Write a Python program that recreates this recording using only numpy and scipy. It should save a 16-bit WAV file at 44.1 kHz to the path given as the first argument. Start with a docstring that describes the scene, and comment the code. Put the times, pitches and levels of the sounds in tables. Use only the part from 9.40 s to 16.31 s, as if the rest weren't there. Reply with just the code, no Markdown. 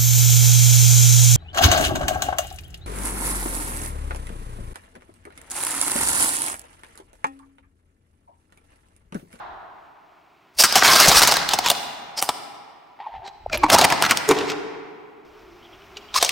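"""A car tyre rolls over hollow plastic toys, close to the microphone: a horn shatters, a toy car creaks
and caves in, a small car cracks. Each break is a volley of tiny fractures ringing shell, splinters and ground.
Panels buckle with brief notes, low thuds and a rumble come from the tyre, and the engine idles softly below.
The close sounds sit in the centre with a long, wide reverberation around them; at the start the
reverberation of an earlier crush is still dying away."""
import sys
import numpy as np
from scipy import signal
from scipy.fft import rfft, irfft, next_fast_len
from scipy.io import wavfile
from scipy.ndimage import uniform_filter1d, map_coordinates

SR = 44100
rng = np.random.default_rng(int(sys.argv[2]) if len(sys.argv) > 2 else 0)


def transcribe(signal):
    """Save signal, clipped to [-1, 1], as a 16-bit WAV file at the path in sys.argv[1]."""
    frames = np.atleast_2d(signal).T
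    limited = np.clip(frames, -1, 1)
    pcm = np.round(limited * 32767).astype(np.int16)
    wavfile.write(sys.argv[1], SR, pcm)


N = 304731  # samples

# Loudest single breaks, levels before the common gain in snaps():
# [t/s, length/s, shell f/Hz, shell level/dB, splinter f/Hz, splinter level/dB]
SNAP_EVENTS = [(1.2367, 0.025, 1510, -14.5, 5400, -11.5), (1.325, 0.0045, 911, -25, 5190, -16),
               (1.3555, 0.04, 750, -16, 5740, -14.5), (1.423, 0.013, 1370, -12, 2225, -27),
               (1.448, 0.027, 1493, -19.5, 2190, -15.5), (1.533, 0.013, 1188, -17, 5490, -15),
               (1.561, 0.0097, 1070, -16, 4680, -13.5), (1.6, .012, 1290, -18, 5500, -10.5),
               (1.682, 0.02, 374, -24, 5610, -12), (1.8188, 0.0045, 1196, -11.5, 4370, -12.5),
               (1.8247, 0.0038, 1478, -20, 5600, -10), (1.832, 0.012, 940, -18, 4930, -12),
               (1.874, 0.011, 1000, -18.5, 6600, -12.5), (1.888, .005, 740, -17, 5150, -17.5),
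               (1.914, 0.0081, 730, -20.5, 4710, -15.5), (1.922, 0.0042, 810, -13.5, 5010, -13.5),
               (1.94, .0027, 714, -18, 5290, -14.5), (1.9684, 0.0046, 810, -18, 3900, -15),
               (2.0897, 0.0077, 1400, -26.5, 3530, -17.5), (2.135, 0.017, 770, -18.5, 5840, -17),
               (2.188, 0.0045, 777, -14, 5600, -16), (2.261, 0.0097, 890, -19, 2300, -16.5),
               (2.2855, 0.0023, 734, -24, 3380, -13.5), (2.301, 0.0072, 652, -17.5, 3920, -9.5),
               (2.315, 0.0032, 690, -16.5, 4760, -16), (2.351, .003, 1160, -34, 3800, -27),
               (2.8252, 0.0016, 770, -12, 8600, -11), (2.8903, .008, 894, -15, 3520, -19.5),
               (3.8784, 0.0029, 787, -36.5, 4200, -34.5), (4.098, 0.0036, 1370, -32.5, 2190, -39.5),
               (4.1737, 0.0013, 845, -27.5, 2850, -22.5), (4.3007, 0.007, 1470, -16.5, 3200, -13),
               (4.386, 0.0029, 1241, -18, 5010, -10), (4.391, 0.0056, 840, -13, 5000, -16),
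               (4.413, 0.0054, 815, -18, 3600, -13), (4.502, 0.002, 840, -36, 2544, -16),
               (4.524, 0.0023, 760, -11.5, 2230, -13), (4.624, 0.0023, 833, -10, 3360, -9),
               (4.71, 0.0053, 1480, -15, 2250, -9), (4.773, 0.0031, 1280, -27, 5030, -14),
               (4.89, 0.00087, 387, -6.5, 6150, -10), (4.9117, 0.0036, 393, -9, 3520, -15.5),
               (4.987, 0.0069, 464, -43, 3000, -25.5), (5.1, 0.0071, 386, -29, 2230, -24),
               (5.1176, 0.009, 1230, -31, 2705, -30), (6.5697, 0.012, 390, -46, 2750, -34),
               (6.742, 0.012, 1070, -33.5, 3640, -26), (6.827, 0.0033, 656, -10, 3900, -7),
               (6.848, 0.0037, 706, -21, 6020, -14.5), (6.8923, 0.0043, 1510, -40, 2900, -14)]
# Separate scrunches where one wall folds, levels before the common gain in crunches():
# [t/s, length/s, shell f/Hz, shell level/dB, splinter f/Hz, splinter level/dB]
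FOLDING_WALLS = [(1.193, 0.033, 656, -23, 5400, -10.5), (1.478, 0.042, 1080, -17.5, 2200, -18.5),
                 (1.605, 0.037, 1275, -19.5, 5095, -15), (1.759, .038, 1416, -21, 5160, -11),
                 (2.105, 0.026, 740, -29.5, 3910, -23), (2.237, 0.062, 1035, -26.5, 3680, -24),
                 (2.775, 0.027, 795, -32.5, 5200, -25), (3.852, 0.038, 835, -52, 4190, -43.5),
                 (4.127, .032, 600, -23.5, 2440, -24.5), (4.233, .012, 860, -11.5, 2490, -22),
                 (4.243, .025, 960, -21.5, 2225, -35), (4.321, .033, 704, -10.5, 5180, -13),
                 (4.44, .014, 800, -12.5, 2120, -10), (4.503, 0.028, 960, -18.5, 2200, -25.5),
                 (4.633, .034, 1380, -18.5, 2270, -20), (4.696, 0.029, 1264, -18.5, 2256, -19),
                 (4.895, 0.031, 390, -16, 2420, -22.5), (4.927, .105, 408, -31, 2620, -35.5),
                 (5.072, 0.048, 414, -40.5, 2240, -31.5), (6.753, 0.033, 1100, -22.5, 5030, -17.5),
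                 (6.808, 0.064, 690, -33, 3900, -24)]
# What lies under the tyre, from each time on:
# [t/s, thump over shell level/dB, base sizzle over splinter level/dB, crack-tip resonance gain level/dB]
TOYS_UNDER_TYRE = [(0, -17, -2.5, -7.5), (2.65, -18, 2, 10.5), (3.4, -13, -2.5, -3), (6.1, -35.5, -3, -1)]
# How hard the tread presses on the horn: [t/s, load level/dB]
HORN_PRESSURE = [(1.25, -31.5), (1.34, -31), (1.375, -19), (1.41, -29), (1.44, -18.5), (1.74, -18),
                 (1.86, -23.5), (1.94, -27.5), (2.05, -38.5)]
# How hard the tread presses on the toy car: [t/s, load level/dB]
TOY_CAR_PRESSURE = [(4.28, -27.5), (4.34, -17), (4.42, -17), (4.47, -30), (4.72, -35), (4.85, -42.5),
                    (4.94, -33.5), (5.14, -39.5)]
# Panels that buckle, from a dull sag to a thin squeak:
# [middle t/s, width t/s, middle f/Hz, peak level/dB, glide/(octaves per s)]
BUCKLING_PANELS = [(1.206, 0.015, 4920, -12, 5), (1.686, 0.006, 165.1, -14.5, -2),
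                   (2.788, 0.015, 4980, -23, -2), (3.671, 0.005, 847, -21.5, -0.5),
                   (4.064, 0.0016, 690, -15.5, 1.5), (4.145, 0.023, 630, -24.5, -2),
                   (4.142, 0.014, 2394, -20, -1), (4.178, 0.0027, 11530, -25.5, -7),
                   (4.205, 0.032, 354, -34, 2.5), (4.2395, 0.0049, 851, -5.5, 0.5),
                   (4.242, 0.014, 1106, -18.5, 0), (4.25, 0.019, 307.4, -22, -1),
                   (4.903, 0.013, 438, -9.5, 3.5), (4.915, 0.018, 285, -17.5, 0),
                   (4.913, 0.02, 154.4, -26, -0.5), (6.762, 0.0046, 1061, -13, 1)]
# The toy car's body creaking against the rubber: [t/s, ring f/Hz, typical level/dB]
CREAK_PATH = [(3.58, 813, -58.5), (3.594, 852, -33.5), (3.648, 1086, -42), (3.671, 857, -37.5),
              (3.70, 810, -46.5), (3.746, 853, -34), (3.79, 710, -50), (3.86, 866, -36.5),
              (3.905, 740, -55.5)]
# The tyre lurches or drops through a toy: [middle t/s, width t/s, level/dB]
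TYRE_DROPS = [(.08, .13, -58), (1.69, 0.014, -27.5), (1.78, .04, -34), (3.78, 0.037, -47.5),
              (4.18, .11, -37.5), (4.345, 0.023, -35), (4.91, .015, -41)]
# Whine each time the car creeps forward: [middle t/s, width t/s, mean f/Hz, level before flutter/dB]
CREEP_WHINES = [(3.85, 0.025, 392, -49), (5.98, 0.16, 392, -57.5), (6.18, 0.13, 347, -52.5),
                (6.4, 0.15, 389, -58), (6.58, 0.065, 388, -47)]
# Relative spectrum of the engine rush: [f/Hz, level per Hz/dB]
ENGINE_SPECTRUM = [(35, -41.5), (60, -16), (224, -12), (390, -6.5), (491, -18), (679, -8), (744, -9.5),
                   (1390, -11.5), (1710, -18), (2360, -14), (5430, -31), (11400, -43.5), (15000, -35.5)]
# Relative spectrum of the grit under the tread: [f/Hz, level per Hz/dB]
GRIT_SPECTRUM = [(800, -19), (2500, -14.5), (5500, 2), (9000, -26.5), (11500, -25), (13000, -9.5),
                 (16000, -19.5)]
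# Time for the reverberation to fall by 60 dB: [f/Hz, t/s]
REVERB_T60 = [(100, 2.1), (300, 2.12), (800, 2.25), (1840, 1.95), (4850, 1.106), (8800, 0.73),
              (12000, 0.74)]
# Relative colour of the reverberation: [f/Hz, level/dB]
REVERB_COLOUR = [(50, -7.5), (140, 1), (240, 1), (400, -1), (550, -4), (900, -3.5), (2000, -1), (3600, -4),
                 (5200, -0.5), (7200, -4), (8800, -1), (12000, -6), (15000, -3.5)]
# Resonances of the reverberation, start level before the wet gain: [f/Hz, level/dB]
REVERB_MODES = [(286, -64.5), (418, -61.5), (443, -60.5), (731, -59.5), (811, -56)]
# Relative spectrum of an earlier crush still ringing: [f/Hz, level per Hz/dB]
EARLIER_SPECTRUM = [(59, -42.5), (100, -16), (232, -31.5), (320, -25), (353, -19), (383, -11), (507, -36.5),
                    (671, -7.5), (1040, -10), (1750, -19.5), (2280, -31), (2620, -33), (3990, -32),
                    (4590, -42), (12000, -70.5), (15600, -95), (22000, -120)]

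# Sizzle grows in dB per dB above a firm break, and in dB per octave above a typical splinter.
FIRM_DB, SIZZLE_GROWS = -10.5, 0.63
SPLINTER_HZ, SIZZLE_DB_PER_OCTAVE = 4730, 2
# A weak break is duller: top edge of a firm break (Hz), and the edge's shift (amplitude dB per dB).
DULL_HZ, DULL_GROWS = 14200, 0.19
# A wall crackles before it snaps: time constant (s) and share of the full force.
STRAIN_S, STRAIN_SHARE = .012, .09
# From this time (s) the car sounds louder: its levels step up, then keep rising at this rate (dB per s).
STEP_S, RISE_DB_PER_S = 5.85, 6
SCRAPE_SPAN = (6.1, 6.7)  # from, to (s)
TOP_HZ = 16000  # band limit


def snaps(gain_db=-0.5, crack=5.4):
    """A wall crackles under strain and gives way; the crack dies, and tyre and road throw a little back."""
    track, start = np.zeros(N), SR // 80
    t = (np.arange(SR // 14) - start) / SR
    straining = STRAIN_SHARE * np.exp(-np.abs(t) / STRAIN_S)
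    thrown_back = np.exp(-np.abs(t) / .02)
    for s, length, *piece in SNAP_EVENTS:
        dying = np.exp(-np.abs(t) / (.5 * length)) + 0.12 * thrown_back
        envelope = np.where(t < 0, straining, dying)
        force = unit(fractures(len(t), rate=9000, spread_db=5)) * envelope
        force[start] += crack
        add(track, s + t[0], plastic(force, length, *voice(s, *piece)))
    return amp(gain_db) * track


def crunches(gain_db=-1.72, steepness=5.63, reach=0.53):
    """As the tread loads a wall, fractures swell and ebb in dense, uneven clumps."""
    track, clumps = np.zeros(N), amp(2.8 * wobble(170))
    t = np.arange(SR // 5) / SR
    middle = t[-1] / 2
    for s, length, *piece in FOLDING_WALLS:
        load = 1 / (1 + np.abs((t - middle) / (reach * length)) ** steepness)
        unevenness = np.resize(clumps[int(s * SR):], len(t))
        force = fractures(len(t), rate=4500, spread_db=1.5) * load * unevenness
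        add(track, s + length / 2 - middle, plastic(force, length, *voice(s, *piece)))
    return amp(gain_db) * track


def crushes():
    """The brittle horn crumbles into bright splinters; the tougher toy car grinds more darkly."""
    horn = crush(HORN_PRESSURE, shell_hz=1120, splinter_hz=5050, splinter_db=3.0,
                 shell_octaves=0.75, splinter_octaves=0.37, uneven_db=-0.5, clump_db=2.0, ring=0.41)
    toy_car = crush(TOY_CAR_PRESSURE, shell_hz=828, splinter_hz=2620, splinter_db=-5.5,
                    shell_octaves=0.42, splinter_octaves=0.73, uneven_db=2.5, clump_db=0, ring=.9)
    return horn + toy_car


def crush(load, shell_hz, splinter_hz, splinter_db, shell_octaves, splinter_octaves,
          uneven_db, clump_db, ring):
    """One piece after another crumbles under the tread; each has its own size, and load sets its strength."""
    track, clumps, size = np.zeros(N), amp(clump_db * wobble(170)), SR // 25
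    times, load_db = np.transpose(load)
    step = size / SR / 2  # s, so neighbouring pieces overlap by half
    pieces = rng.uniform(-1, 1, size=(int(1 / step), 3))
    for k, (shell, splinter, strength) in enumerate(pieces):
        s = times[0] + k * step
        pressure_db = np.interp(s + step, times, load_db, right=-np.inf).clip(-120)
        shell_db = pressure_db + uneven_db * strength
        piece_shell_hz = shell_hz * 2 ** (shell_octaves * shell)
        piece_splinter_hz = splinter_hz * 2 ** (splinter_octaves * splinter)
        force = fractures(size, rate=2800, spread_db=5) * np.sqrt(np.hanning(size))
        force = force * clumps[int(s * SR):][:size]
        piece = voice(s, piece_shell_hz, shell_db, piece_splinter_hz, shell_db + splinter_db)
        add(track, s, plastic(force, step, *piece, ring=ring))
    return track


def voice(s, shell_hz, shell_db, splinter_hz, splinter_db):
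    """Thump follows the shell and sizzle the splinters; harder breaks and smaller splinters sizzle more."""
    _, thump_db, sizzle_db, tip_db = TOYS_UNDER_TYRE[sum(toy[0] <= s for toy in TOYS_UNDER_TYRE[1:])]
    sizzle_db += SIZZLE_GROWS * (splinter_db - FIRM_DB)
    sizzle_db += SIZZLE_DB_PER_OCTAVE * np.log2(splinter_hz / SPLINTER_HZ)
    return (shell_db + thump_db, shell_hz, shell_db, splinter_hz, splinter_db,
            splinter_db + sizzle_db, tip_db)


def plastic(force, length, thump_db, shell_hz, shell_db, splinter_hz, splinter_db, sizzle_db, tip_db, ring=1):
    """Force rings tyre and ground, hollow shell, stiff splinters and crack tips; pinned pieces ring less."""
    size = next_fast_len(len(force) + SR // 25)
    f = np.fft.rfftfreq(size, 1 / SR)
    thump = band(f, lo_hz=75, hi_hz=350) * (0.75 + mode(f, 245, q=1.6))
    shell = band(f, lo_hz=360, hi_hz=1630) * (0.12 + ring * mode(f, shell_hz, q=4.4))
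    splinter = band(f, lo_hz=1900, hi_hz=6860) * (0.46 + ring * mode(f, splinter_hz, q=4.5))
    top_edge_hz = DULL_HZ * amp(DULL_GROWS * (splinter_db - FIRM_DB))
    splinter = splinter / (1 + (f / top_edge_hz) ** 4)
    sizzle = band(f, lo_hz=7700, hi_hz=17000) * (0.26 + amp(tip_db) * mode(f, 8800, q=4.6))
    # every piece has its own size, and so its own few sharp resonances
    piece = 1 + 1.2 * sum(mode(f, hz, q=38) for hz in 900 * 10 ** rng.random(size=7))
    parts = irfft(rfft(force, size) * piece * np.array([thump, shell, splinter, sizzle]), size)
    parts = parts / (np.linalg.norm(parts, axis=1, keepdims=True) + 1e-12)
    # each part's level is its rms if its energy were spread over the length
    return amp([thump_db, shell_db, splinter_db, sizzle_db]) @ parts * np.sqrt(length * SR)


def fractures(size, rate, spread_db):
    """Tiny random impulses of either sign, rate a second, with strengths scattered in dB."""
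    chance, strength = rng.random(size), rng.standard_normal(size)
    push = rng.choice([-1, 1], size)
    return (chance < rate / SR) * push * amp(spread_db * strength)


def buckles(waver=0.029):
    """A panel flips through and swings at its own gliding, slightly unsteady pitch."""
    track, t = np.zeros(N), np.arange(-SR // 10, SR // 10) / SR
    drift = wobble(500)
    for s, width, hz, db, glide in BUCKLING_PANELS:
        unsteady = 1 + waver * np.resize(drift[int(s * SR):], len(t))
        pitch = hz * 2 ** (glide * t) * unsteady
        tone = np.sin(2 * np.pi * np.cumsum(pitch) / SR)
        add(track, s + t[0], amp(db) * np.exp(-(t / width) ** 2) * tone)
    return track


def creak(rate=100, decay=0.012, rasp_db=-19):
    """Plastic sticks and slips on rubber at an uneven rate; each slip rings the hollow body."""
    track, t = np.zeros(N), np.arange(SR // 30) / SR
    times, ring_hz, level = np.transpose(CREAK_PATH)
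    slips = np.arange(times[0], times[-1], 1 / rate)
    for s, (late, detune, size) in zip(slips, rng.standard_normal((len(slips), 3))):
        swing = 2 * np.pi * np.interp(s, times, ring_hz) * (1 + 0.084 * detune) * t
        onset = 1 - np.exp(-t / 0.0005)
        ring = (np.sin(swing) + 0.14 * np.sin(2.3 * swing)) * onset
        hiss = filtered(rng.standard_normal(len(t)), lambda f: band(f, lo_hz=1090, hi_hz=3830) ** 2)
        rasp = amp(rasp_db) * unit(hiss)
        slip = unit((ring + rasp) * np.exp(-t / decay)) / np.sqrt(rate * t[-1])
        slip_db = np.interp(s, times, level) + 2 * size
        add(track, s + 0.09 * late / rate, amp(slip_db) * slip)
    return track


def scrapes(db=-54, count=14):
    """Small cars scrape on the asphalt as the tyre nears: resonant bursts up to the level db."""
    track, t = np.zeros(N), np.arange(SR // 20) / SR
    for when, pitch, size in rng.random((count, 3)):
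        rub = fractures(len(t), rate=3600, spread_db=12.0) * np.hanning(len(t)) ** 2
        scrape = unit(filtered(rub, lambda f: mode(f, 2600 * 1.5 ** pitch, q=8.3) ** 2))
        add(track, np.interp(when, [0, 1], SCRAPE_SPAN), amp(db - 18.0 * size) * scrape)
    return track


def rumble(breaking, follow_db=-39, idle_db=-82, late_db=-63, settle=.08):
    """Low noise follows how strongly the toys give way under the tyre, and thuds where it drops."""
    low = unit(filtered(rng.standard_normal(N), lambda f: band(f, lo_hz=22, hi_hz=85)))
    # rms of the breaks over settle seconds
    shaking = np.sqrt(np.abs(uniform_filter1d(breaking ** 2, int(settle * SR))))
    floor = amp(np.where(np.arange(N) / SR < STEP_S, idle_db, late_db))
    rolling = (floor + amp(follow_db) * shaking) * amp(0.83 * wobble(11.0))
    thuds = sum(amp(db) * swell(s, width) for s, width, db in TYRE_DROPS)
    return low * (rolling + thuds)


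def grit(early_db=-85, late_db=-69.5):
    """Small impulses of grit under the tread, coloured and unsteady in level."""
    ticks = unit(filtered(fractures(N, rate=2000, spread_db=1), lambda f: amp(along(GRIT_SPECTRUM, f))))
    return ticks * amp(car_level(early_db, late_db) + 1.5 * wobble(20))


def whine():
    """A soft tone, wavering in pitch and level, swells each time the car creeps forward."""
    track, flutter = np.zeros(N), amp(3 * wobble(22))
    turns = np.cumsum(1 + 0.0455 * wobble(70)) / SR  # wavering time for the phase
    for s, width, hz, db in CREEP_WHINES:
        tone = np.sqrt(2) * np.sin(2 * np.pi * hz * turns)
        track += amp(db) * swell(s, width) * flutter * tone
    return track


def engine(early_db=-60, late_db=-53):
    """The idling engine is a rush of coloured noise with a slightly unsteady level."""
    rush = unit(filtered(rng.standard_normal(N), lambda f: amp(along(ENGINE_SPECTRUM, f))))
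    return rush * amp(car_level(early_db, late_db) + 0.87 * wobble(11))


def car_level(early_db, late_db):
    """Level in dB: steady at early_db, then stepping to late_db at STEP_S and rising."""
    since = np.arange(N) / SR - STEP_S
    return np.where(since < 0, early_db, late_db + RISE_DB_PER_S * since)


def hall(x, wet_db=-11.0, delay=0.033, build=0.02):
    """The reverberation sets in late, swells as its echoes thicken, and hums in a few resonances."""
    response = tail(REVERB_COLOUR)
    t = np.arange(response.shape[1]) / SR
    for hz, db in REVERB_MODES:
        # a quarter turn apart in left and right
        phase = 2 * np.pi * rng.random() + np.array([[0], [np.pi / 2]])
        decay = amp(db - 60 * t / along(REVERB_T60, hz))
        response = response + decay * np.sin(2 * np.pi * hz * t + phase)
    response = response * np.clip((t - delay) / build, 0, 1)
    return amp(wet_db) * signal.fftconvolve(x[None], response, axes=1)[:, :N]


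def earlier_crush(db=-37):
    """Only the reverberation of an earlier crush is left, dying away."""
    ring = tail(EARLIER_SPECTRUM)
    ring = ring / np.std(ring[:, :SR // 10])  # db is the level of the first 0.1 s
    return amp(db) * np.pad(ring, ((0, 0), (0, N - ring.shape[1])))


def tail(colour):
    """A stereo noise tail, left channel at energy 1, in which the treble dies first."""
    hz, t, z = signal.stft(rng.standard_normal((2, 2 * SR)), SR, nperseg=512)
    decay_db = 60 * t / along(REVERB_T60, hz)[:, None]
    gain = amp(along(colour, hz)[:, None] - decay_db)
    mid, side = signal.istft(z * gain, SR, nperseg=512)[1]
    pair = np.array([mid + 0.77 * side, mid - 0.8 * side])
    return pair / np.linalg.norm(pair[0])


def amp(db):
    """Decibels to gain."""
    return 10 ** (np.asarray(db) / 20)


def unit(x):
    """x at rms 1."""
    return x / np.sqrt(np.mean(x ** 2) + 1e-20)


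def along(points, hz):
    """Interpolate (Hz, value) points on a log frequency axis."""
    f, v = np.transpose(points)
    return np.interp(np.log(hz + 1), np.log(f + 1), v)


def wobble(rate):
    """A smooth random curve, rate knots a second."""
    knots = rng.standard_normal(int(N * rate / SR) + 4)
    return map_coordinates(knots, [np.arange(N) * rate / SR])


def swell(s, width):
    """A bell-shaped rise and fall around time s."""
    return np.exp(-np.minimum(((np.arange(N) / SR - s) / width) ** 2, 50))


def filtered(x, response):
    """x times a response of frequency."""
    m = next_fast_len(x.shape[-1] + SR // 4)
    return irfft(rfft(x, m) * response(np.fft.rfftfreq(m, 1 / SR)), m)[..., :x.shape[-1]]


def band(f, lo_hz, hi_hz):
    """Causal band-pass with third-order skirts."""
    up, down = 1j * f / lo_hz, 1j * f / hi_hz
    poles = lambda s: (s + 1) * (s * s + s + 1)
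    return up * up * up / (poles(up) * poles(down))


def mode(f, hz, q):
    """One causal resonance, gain 1 at its centre."""
    return 1j * f * hz / q / (hz * hz - f * f + 1j * f * hz / q)


def add(track, s, sound):
    """Mix a sound into the track at time s."""
    part = track[max(round(s * SR), 0):][:len(sound)]
    part += sound[:len(part)]


def scene():
    """The close sounds sit in the centre, the reverberation spreads around them."""
    breaking = snaps() + crunches() + crushes()
    toys = breaking + buckles() + creak() + scrapes()
    car = rumble(breaking) + grit() + whine() + engine()
    close = toys + car
    return close + hall(close) + earlier_crush()


def record(dry):
    """The loudest peaks are rounded off below full scale; a steep filter cuts above the band limit."""
    rounded = dry / (1 + np.abs(dry / .97) ** 5) ** (1 / 5)
    return filtered(rounded, lambda f: 1 / (1 + (f / TOP_HZ) ** 150))


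dry = scene()
out = record(dry)
transcribe(out)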